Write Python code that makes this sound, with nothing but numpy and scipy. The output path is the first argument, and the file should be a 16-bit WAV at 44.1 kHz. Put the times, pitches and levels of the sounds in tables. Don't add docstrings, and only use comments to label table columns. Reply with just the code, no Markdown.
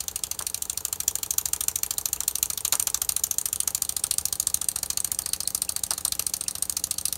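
import sys
import numpy as np
from scipy import signal
from scipy.io import wavfile
from scipy.ndimage import uniform_filter1d

SR = 44100
rng = np.random.default_rng(int(sys.argv[2]) if len(sys.argv) > 2 else 0)


def dump(signal):
    limited = np.clip(np.atleast_2d(signal).T, -1, 1)
    pcm = np.round(limited * 32767).astype(np.int16)
    wavfile.write(sys.argv[1], SR, pcm)


N = 316197


def amp(db):
    return 10 ** (np.asarray(db) / 20)


def unit(x):
    return x / np.sqrt(np.mean(x ** 2) + 1e-20)


def read(f, value, hz):
    return np.interp(np.log(hz + 1), np.log(np.asarray(f) + 1), value)


def add(mix, s, sound):
    part = mix[..., max(round(s * SR), 0):][..., :sound.shape[-1]]
    part += sound[..., :part.shape[-1]]


# time in seconds, share of the way from its first place to its second (0-1).
MIC_PATH = [(0, 0.58), (1, 0.061), (2, 0.079), (3, 0.22), (3.8, 0.61), (4.5, 0.76), (5.5, 1), (6.3, 1),
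            (7.17, 1)]


def mic_travel(s):
    return np.clip(np.interp(s, *np.transpose(MIC_PATH)), 0, 1)


# frequency in Hz, relative density in dB per Hz.
HISS_SPECTRUM = [(30, 5), (60, 6.5), (100, 6), (200, -6), (500, -7), (1200, -4.5), (2100, -14), (4300, -11),
                 (5300, -14), (7100, -8), (8700, -10), (10500, -12), (12000, -19), (16000, -5)]
# frequency in Hz, change in dB.
HISS_CHANGE = [(100, -11), (300, 4.5), (1000, -3), (2500, 2.5), (5000, -2.5), (9000, 2.5), (15000, -11)]
HISS_DB = -50


def hiss():
    hz = np.fft.rfftfreq(2048, 1 / SR)
    real, imaginary, patches = rng.standard_normal((N // 512 + 5, 1025, 3)).T
    patches = uniform_filter1d(patches, 20, 0)
    patches = unit(uniform_filter1d(patches, 8, 1))
    colour_db = read(*np.transpose(HISS_SPECTRUM), hz)[:, None]
    z = (real + 1j * imaginary) * amp(colour_db + 0.71 * patches)
    travel = mic_travel(np.arange(z.shape[1]) * 512 / SR)
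    z *= amp(read(*np.transpose(HISS_CHANGE), hz)[:, None] * travel)
    return amp(HISS_DB) * unit(signal.istft(z, nperseg=2048, noverlap=1536)[1][:N])


# centre in Hz, width in Hz, rms level in dB.
HUM_BANDS = [(56, 6, -56.5), (85, 9, -61)]


def hum():
    out = np.zeros(N)
    for centre, width, db in HUM_BANDS:
        band = signal.butter(1, [centre - width / 2, centre + width / 2], "bandpass", fs=SR)
        noise = signal.lfilter(*band, rng.standard_normal(2 * N))
        out += amp(db) * unit(noise[N:])
    return out


# frequency in Hz, relative level of the near walls in dB, their t60 in seconds,
# relative level of the diffuse tail in dB, its t60 in seconds.
ROOM_BANDS = [(576, -8.5, 0.033, -4, 0.076), (1930, -10.5, 0.028, -4, 0.14), (3740, -7.5, 0.012, -7.5, 0.1),
              (6600, -16, 0.024, -12.5, 0.12), (8500, -15, 0.056, -17, 0.079),
              (11900, -9, 0.011, -9.5, 0.11), (16000, -7, 0.016, -8, 0.12)]


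def room(x):
    hz, _, z = signal.stft(x, SR, nperseg=128, noverlap=96)
    f, *columns = np.transpose(ROOM_BANDS)
    power, lag = np.zeros(z.shape), np.arange(400) * 32 / SR
    for db, t60 in (columns[:2], columns[2:]):
        decay = amp(-120 * lag / read(f, t60, hz)[:, None])
        decay *= lag > .002
        decay *= amp(2 * read(f, db, hz))[:, None] / decay.sum(1, keepdims=True)
        power += signal.fftconvolve(abs(z) ** 2, decay, axes=1)[:, :z.shape[1]]
    real, imaginary = rng.standard_normal((z.shape[1], len(hz), 2)).T
    echo = np.sqrt(abs(power) * 2) * (real + 1j * imaginary)
    return signal.istft(echo, nperseg=128, noverlap=96)[1][:N]


def flywheel(turn):
    starts = [row[0] for row in TURNS]
    return np.polynomial.Polynomial.fit(np.arange(len(TURNS)), starts, 9)(turn)


# mode in Hz, t60 in seconds, level after the out-stroke in dB,
# level after the return in dB, change at the microphone's second place in dB.
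BENCH_MODES = [(81, 0.089, -41.5, -72, 0.5), (106, 0.075, -56.5, -53.5, 5.5), (139.7, 0.12, -52.5, -53, -1),
               (183.7, 0.2, -73.5, -54, 5.5), (226.4, 0.1, -75, -53, 2), (294.7, 0.32, -76, -60.5, 6.5),
               (318.6, 0.14, -68, -51, -4.5), (394.5, 0.13, -74, -51.5, -3), (437, 0.14, -73, -46, -6),
               (540.3, 0.12, -75, -52, 3), (596, 0.042, -76, -58, 4), (677, 0.075, -59, -48.5, -3),
               (730, 0.12, -56, -61, 3), (804, 0.21, -60.5, -52.5, -1.5), (893, 0.064, -67, -43.5, -11),
               (970, 0.077, -63, -47.5, -8)]
OUT_THUD, BACK_THUD = .05, .465


def bench():
    t, pushes, out = np.arange(SR // 3) / SR, np.zeros((2, N)), np.zeros(N)
    for turn in range(len(TURNS)):
        out_push = amp(1.8 * rng.standard_normal(1))
        add(pushes[0], flywheel(turn + OUT_THUD), out_push)
        back_s = flywheel(turn + BACK_THUD) + 0.00015 * rng.standard_normal()
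        add(pushes[1], back_s, amp(0.26 * rng.standard_normal(1)))
    travel = mic_travel(np.arange(N) / SR)
    for hz, t60, out_db, back_db, change_db in BENCH_MODES:
        push = amp([out_db, back_db]) @ pushes * amp(travel * change_db)
        mode = np.sin(2 * np.pi * hz * t) * amp(-60 * t / t60)
        mode *= np.minimum(t / 0.00087, 1)
        out += signal.oaconvolve(push, mode)[:N]
    return out


# start in seconds, peak level in dB, nominal pitch in Hz, length in ms.
CHIRP_EVENTS = [(.743, -46, 2350, 7.4), (1.971, -37, 3930, 5.1), (2.170, -41, 2630, 6.5),
                (5.104, -47, 1950, 6), (5.234, -36, 4400, 8), (5.296, -35, 4400, 7.1),
                (5.317, -43, 4440, 8.8), (5.451, -34, 4120, 9.4), (5.681, -39, 2660, 7),
                (5.752, -41, 4590, 7.8), (5.966, -41, 4170, 8.6), (6.461, -40, 2600, 7.8),
                (6.956, -43, 4380, 9.9)]


def chirps():
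    out = np.zeros(N)
    for s, db, hz, ms in CHIRP_EVENTS:
        t = np.arange(round(ms * SR / 1000)) / SR
        tone = np.sin(2 * np.pi * hz * t * (.98 + 4. * t))
        add(out, s, amp(db) * np.hanning(len(t)) * tone)
    return out


# pitch in Hz, t60 in seconds, level for the loudest stroke
# in dB at the first place and at the second, before the luck of each stroke.
THIN_PARTS = [(1240, .07, -47, -50), (2850, .06, -55, -51), (4480, .05, -54, -49), (5500, .05, -53, -52),
              (7250, .07, -46, -46), (7800, .06, -51, -48), (8420, .08, -44, -47), (9080, .06, -48, -45),
              (11050, .06, -50, -47), (12300, .06, -51, -49)]


def ringing(blows):
    t, out = np.arange(SR // 8) / SR, np.zeros(N)
    stroke_s, upper_db = blows[:, 0], blows[:, 5]
    at, travel = (stroke_s * SR).astype(int), mic_travel(stroke_s)
    luck = rng.standard_normal((len(at), len(THIN_PARTS)))
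    for (hz, t60, first_db, second_db), share in zip(THIN_PARTS, luck.T):
        place_db = first_db + travel * (second_db - first_db)
        strikes = np.zeros(N)
        strikes[at] = share * amp(upper_db - upper_db.max() + place_db)
        tone = np.sin(2 * np.pi * hz * t) * amp(-60 * t / t60)
        tone *= np.minimum(t / 0.00065, 1)
        out += signal.oaconvolve(strikes, tone)[:N]
    return out


# out-stroke in seconds, levels of its low, middle and upper
# brass modes in dB, level of the base plate in dB, level of the return stroke's upper modes in dB.
TURNS = [(0.0044, -30.5, -27, -26, -46, -39), (0.0815, -28.5, -23.5, -26, -43.5, -37),
         (0.1588, -30, -27.5, -22, -47, -38), (0.2359, -26.5, -22.5, -25, -46, -38),
         (0.313, -29, -23.0, -26, -46, -40), (0.3902, -32, -27, -23.5, -43, -29.0),
         (0.4668, -30, -24, -22.5, -44.5, -31.0), (0.544, -28.5, -24, -24, -45.5, -33.5),
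         (0.6214, -31, -22, -26, -47.5, -35), (0.6971, -31, -24.5, -23.5, -45, -34),
         (0.7744, -32, -25.0, -23, -42.5, -35), (0.8503, -32.5, -21.5, -23.0, -41.5, -35),
         (0.9269, -30.5, -22, -23, -40, -37), (1.0024, -31.5, -22, -24.5, -40.5, -35),
         (1.079, -25, -16.5, -22, -42.0, -34), (1.1539, -32.5, -23.0, -22, -39.5, -31),
         (1.2302, -29.0, -22, -27, -44.5, -32), (1.3065, -29, -19.5, -24, -48.0, -31),
         (1.3817, -25, -18, -18, -40, -32), (1.4558, -29, -20.5, -21.5, -38, -29),
         (1.5318, -29, -19.5, -20.5, -35, -26.5), (1.6072, -30, -23.5, -20.5, -41.5, -24),
         (1.6824, -28.0, -19, -19, -36, -36), (1.7573, -29, -22, -21.5, -41, -32),
         (1.8324, -26.5, -19, -23, -41, -29.5), (1.9075, -27.5, -22, -24, -40, -35),
         (1.9814, -30, -21, -23.5, -40, -33.5), (2.056, -28.5, -20.5, -22.0, -40.0, -30.5),
         (2.1302, -30, -20, -22, -43, -34.5), (2.2048, -29.5, -23.0, -24, -39, -27),
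         (2.2787, -27.5, -18, -18, -41.5, -32), (2.3537, -30.5, -21.5, -21, -42, -27.5),
         (2.428, -26, -19, -17.5, -42.0, -26.5), (2.5013, -29.5, -24.0, -23.5, -43, -25.5),
         (2.5753, -29, -25, -24, -45, -32), (2.6493, -28, -18, -22, -36.5, -22.5),
         (2.7239, -21, -18.5, -19.0, -32, -20), (2.7965, -27, -20.5, -20, -39, -20),
         (2.8703, -25, -19.0, -23, -36.5, -26.5), (2.9443, -24, -18.0, -25.0, -36, -34),
         (3.017, -30, -21, -19, -35, -30.0), (3.0909, -24.5, -20, -19.0, -40, -25),
         (3.1646, -28.5, -23, -16, -41, -33), (3.2368, -28.5, -15.5, -20, -43, -31.0),
         (3.3108, -30.5, -20, -22.0, -43.5, -32.5), (3.3838, -30.5, -18.5, -22.5, -44, -26),
         (3.4564, -28, -23, -18, -42.0, -30.5), (3.5288, -31.5, -23.5, -20.5, -43, -24),
         (3.6024, -25.5, -22.5, -17.5, -48, -31), (3.6751, -26, -20, -20, -36, -32),
         (3.7478, -27, -18, -22, -42.0, -31), (3.8206, -25, -21.5, -20.5, -42, -25.5),
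         (3.8922, -27, -22.5, -19, -39.5, -33), (3.9652, -27.5, -24.0, -22.5, -41.5, -33),
         (4.0378, -25.5, -27.0, -18.5, -33.5, -27.5), (4.1101, -24, -24.0, -17.5, -38, -24.0),
         (4.182, -25.5, -21.0, -22, -42.5, -31.5), (4.2542, -28.5, -20.5, -19.5, -44, -26),
         (4.3262, -27, -25, -20, -38.5, -28.0), (4.3987, -29.5, -18.5, -19, -43, -30),
         (4.47, -25, -20.5, -19, -42, -28.5), (4.5426, -28, -20.5, -15.5, -46.0, -32),
         (4.6141, -29.0, -27, -24, -40, -27), (4.686, -31, -22.5, -16.5, -42.0, -30),
         (4.7584, -29, -27.5, -21, -37.5, -28), (4.83, -30, -24.5, -19, -37.5, -30),
         (4.9017, -24, -23, -22, -37.5, -34), (4.9728, -27, -22.0, -22.5, -41.5, -21),
         (5.045, -27, -23, -21, -40.5, -34), (5.117, -30.5, -22, -18.5, -44, -29.5),
         (5.1886, -26.5, -26, -17, -39.5, -30.5), (5.2597, -29.5, -30, -21, -39.5, -28),
         (5.3324, -22.5, -25, -19.0, -37.5, -35), (5.4038, -26, -27, -24.5, -41.5, -32),
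         (5.475, -26, -25, -18.5, -42, -29.5), (5.5475, -27, -22.5, -20.5, -39, -32),
         (5.6191, -26, -24.5, -18, -41, -34.5), (5.6913, -27, -25, -20, -41.5, -30.5),
         (5.7626, -26.5, -26.0, -18.5, -40, -33), (5.835, -28.5, -26, -19, -43, -31.0),
         (5.907, -24.0, -27, -21.5, -35, -24.5), (5.978, -31, -27.5, -26, -39.0, -35),
         (6.0502, -22.5, -24, -18, -41, -24), (6.1215, -23.0, -26, -22.5, -40.5, -29),
         (6.194, -25, -23.5, -19, -37, -29.5), (6.2656, -27, -28.0, -18, -44, -33),
         (6.337, -25.5, -23, -19.5, -42, -27), (6.4091, -31, -30.5, -25.5, -43, -31),
         (6.4812, -25.5, -23.5, -22, -37, -30.5), (6.5524, -29, -29.5, -25, -41, -34),
         (6.6241, -27, -28, -17.5, -43, -35), (6.6961, -27.5, -25, -21.5, -43.5, -29),
         (6.7673, -23.5, -22, -22.5, -41.5, -33.0), (6.8392, -27.5, -24.5, -19.5, -42, -35.5),
         (6.9101, -25.5, -26.5, -20.5, -46, -34), (6.982, -26.5, -29, -23.5, -44, -31),
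         (7.0542, -23, -26, -17.5, -45, -22.5), (7.1262, -25.5, -28, -19.5, -44.5, -29)]
# relative level in dB at the first place, relative level in dB at the second.
RETURN_MIX = [(-13.5, -9.5), (-2.5, -6.5), (-6, -4)]
RETURN_AT, RETURN_JITTER_MS = .403, .35
OUT_RISE_MS, OUT_FALL_MS, BACK_RISE_MS, BACK_FALL_MS = 1.8, 2.5, 2.0, 1.3
SHAPE_SPREAD_DB = 2.5
OUT_USUAL_DB, SHORTER_PER_DB = -22.5, 0.06
BACK_USUAL_DB, BACK_FOLLOW = -29, 0.53
OUT_HIGH_DB = -3
MIX_SPREAD_DB, BACK_PLATE_DB = 0.5, -50.5


def strokes():
    s, low, middle, upper, plate, back = np.transpose(TURNS)
    luck = rng.standard_normal((len(s), 8)).T
    high = (middle + upper) / 2 + OUT_HIGH_DB + MIX_SPREAD_DB * luck[3]
    rise, fall, back_rise = amp(SHAPE_SPREAD_DB * luck[4:7])
    out_haste = np.exp(-SHORTER_PER_DB * (upper - OUT_USUAL_DB))
    back_haste = np.exp(-SHORTER_PER_DB * (back - BACK_USUAL_DB))
    first, second = np.transpose(RETURN_MIX)[..., None]
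    mix_db = first + mic_travel(s) * (second - first) + MIX_SPREAD_DB * luck[:3]
    follow_db = BACK_USUAL_DB + BACK_FOLLOW * (back - BACK_USUAL_DB)
    back_low, back_middle, back_high = follow_db + mix_db
    back_s = flywheel(np.arange(len(s)) + RETURN_AT) + RETURN_JITTER_MS / 1000 * luck[7]
    back_plate = np.full(len(s), BACK_PLATE_DB)
    out_rows = [s, OUT_RISE_MS * rise, OUT_FALL_MS * fall * out_haste, low, middle, upper, high, plate]
    back_rows = [back_s, BACK_RISE_MS * back_rise * back_haste, BACK_FALL_MS * back_haste,
                 back_low, back_middle, back, back_high, back_plate]
    return np.hstack([out_rows, back_rows]).T


LEAD_MS = 1.5
BLOW_GAIN = np.sqrt(.004 * SR)


def chatter(rise_ms, fall_ms, taps_per_ms, spread_db, lead_db=-60):
    ms = np.arange(500) / SR * 1000 - LEAD_MS
    chance, size, sign = rng.random((3, 500))
    swell = (np.maximum(ms, 0) / rise_ms) ** 0.49
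    shape = np.where(ms < rise_ms, swell, np.exp(-1.1 * (ms - rise_ms) / fall_ms))
    shape += amp(lead_db) * (ms / LEAD_MS + 1) * (ms < rise_ms)
    taps = (chance < taps_per_ms * 1000 / SR) * amp(-spread_db * np.log(size + 0.012))
    taps = taps * np.sign(sign - .5) * shape
    return taps * BLOW_GAIN / np.linalg.norm(taps + 1e-9)


def ring(modes, index):
    t, h = np.arange(1024) / SR, 0
    for k, (hz, width, *db) in enumerate(modes):
        envelope = width ** 2 * t * np.exp(-np.pi * 1.5 * width * t)
        h = h + (-1) ** k * amp(db[index]) * envelope * np.sin(2 * np.pi * hz * t)
    return h / np.linalg.norm(h)


# mode in Hz,
# nominal width in Hz, relative level in dB at the first place, relative level in dB at the second.
BRASS_LOW = [(2468, 290, -5, -9), (2763, 163, -3.5, -6.5), (3290, 525, -0.5, -5), (4265, 563, 1.5, 5),
             (5500, 1290, -5.5, 1.5)]
BRASS_MIDDLE = [(5916, 510, -2.5, 1), (6724, 1130, -5, 1), (7350, 883, 1, 4.5)]
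BRASS_UPPER = [(8300, 510, 1, 2), (8936, 430, 4.5, 1.5), (9825, 950, -1, -5)]
BRASS_HIGH = [(10825, 790, -10, 4), (12150, 1170, 1, -3.5), (12960, 1100, 3, -17), (13780, 1100, -4.5, -3),
              (15400, 1200, -8, -10)]
PLATE_MODES = [(730, 380, -8.5, -2), (1233, 151, -1, 4.5), (1733, 320, -8.5, -3)]
KNOCK_MODES = [(594, 590, -13, -7), (1170, 490, 2, 7.5)]
# time in seconds, knock level in dB, rattle of the brass in dB before each group's share.
PLATE_KNOCKS = [(.4052, -35.5, -57), (.4118, -34, -36), (.4175, -55, -60), (2.656, -57, -29),
                (2.730, -30, -22), (2.7375, -29.5, -23), (2.7477, -35, -38), (2.8775, -35.5, -29),
                (3.022, -48, -41), (5.9136, -31.5, -28), (5.917, -33, -26), (5.92, -55, -39),
                (6.058, -36, -45), (6.064, -41, -43)]


def linkage(blows):
    drive = np.zeros((6, N + SR))
    lead = 1 - LEAD_MS / 1000
    for s, rise, fall, *brass_db, plate_db in blows:
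        taps = chatter(max(rise, .3) + .5, max(fall, .3), taps_per_ms=10.0, spread_db=3.5, lead_db=-12.5)
        add(drive[:4], s + lead - .0006, taps * amp(brass_db)[:, None])
        plate_taps = chatter(0.92, 5.1, taps_per_ms=1.8, spread_db=3.0)
        add(drive[4], s + lead + 0.00036, amp(plate_db) * plate_taps)
    for s, db, rattle_db in PLATE_KNOCKS:
        add(drive[5], s + 1, amp(db) * np.array([BLOW_GAIN]))
        shares = amp(rattle_db + np.array([[-4], [-5], [-5], [-7]]))
        add(drive[:4], s + lead, shares * chatter(0.31, 0.63, taps_per_ms=56.0, spread_db=7.0))
    travel, out = mic_travel(np.arange(N) / SR), np.zeros(N)
    groups = (BRASS_LOW, BRASS_MIDDLE, BRASS_UPPER, BRASS_HIGH, PLATE_MODES, KNOCK_MODES)
    for force, modes in zip(drive[:, SR:], groups):
        out += signal.oaconvolve(force * (1 - travel), ring(modes, index=0))[:N]
        out += signal.oaconvolve(force * travel, ring(modes, index=1))[:N]
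    return out


def scene():
    blows = strokes()
    metal = linkage(blows) + chirps()
    return (hiss() + hum() + room(metal) + bench() + ringing(blows) + metal)[None]


def record(dry):
    cut = signal.sosfilt(signal.butter(5, 46, "highpass", fs=SR, output="sos"), dry)
    band_limit = signal.firwin(301, 15850, window=("kaiser", 9), fs=SR)
    return signal.oaconvolve(cut, band_limit[None], "same")


dry = scene()
out = record(dry)
dump(out)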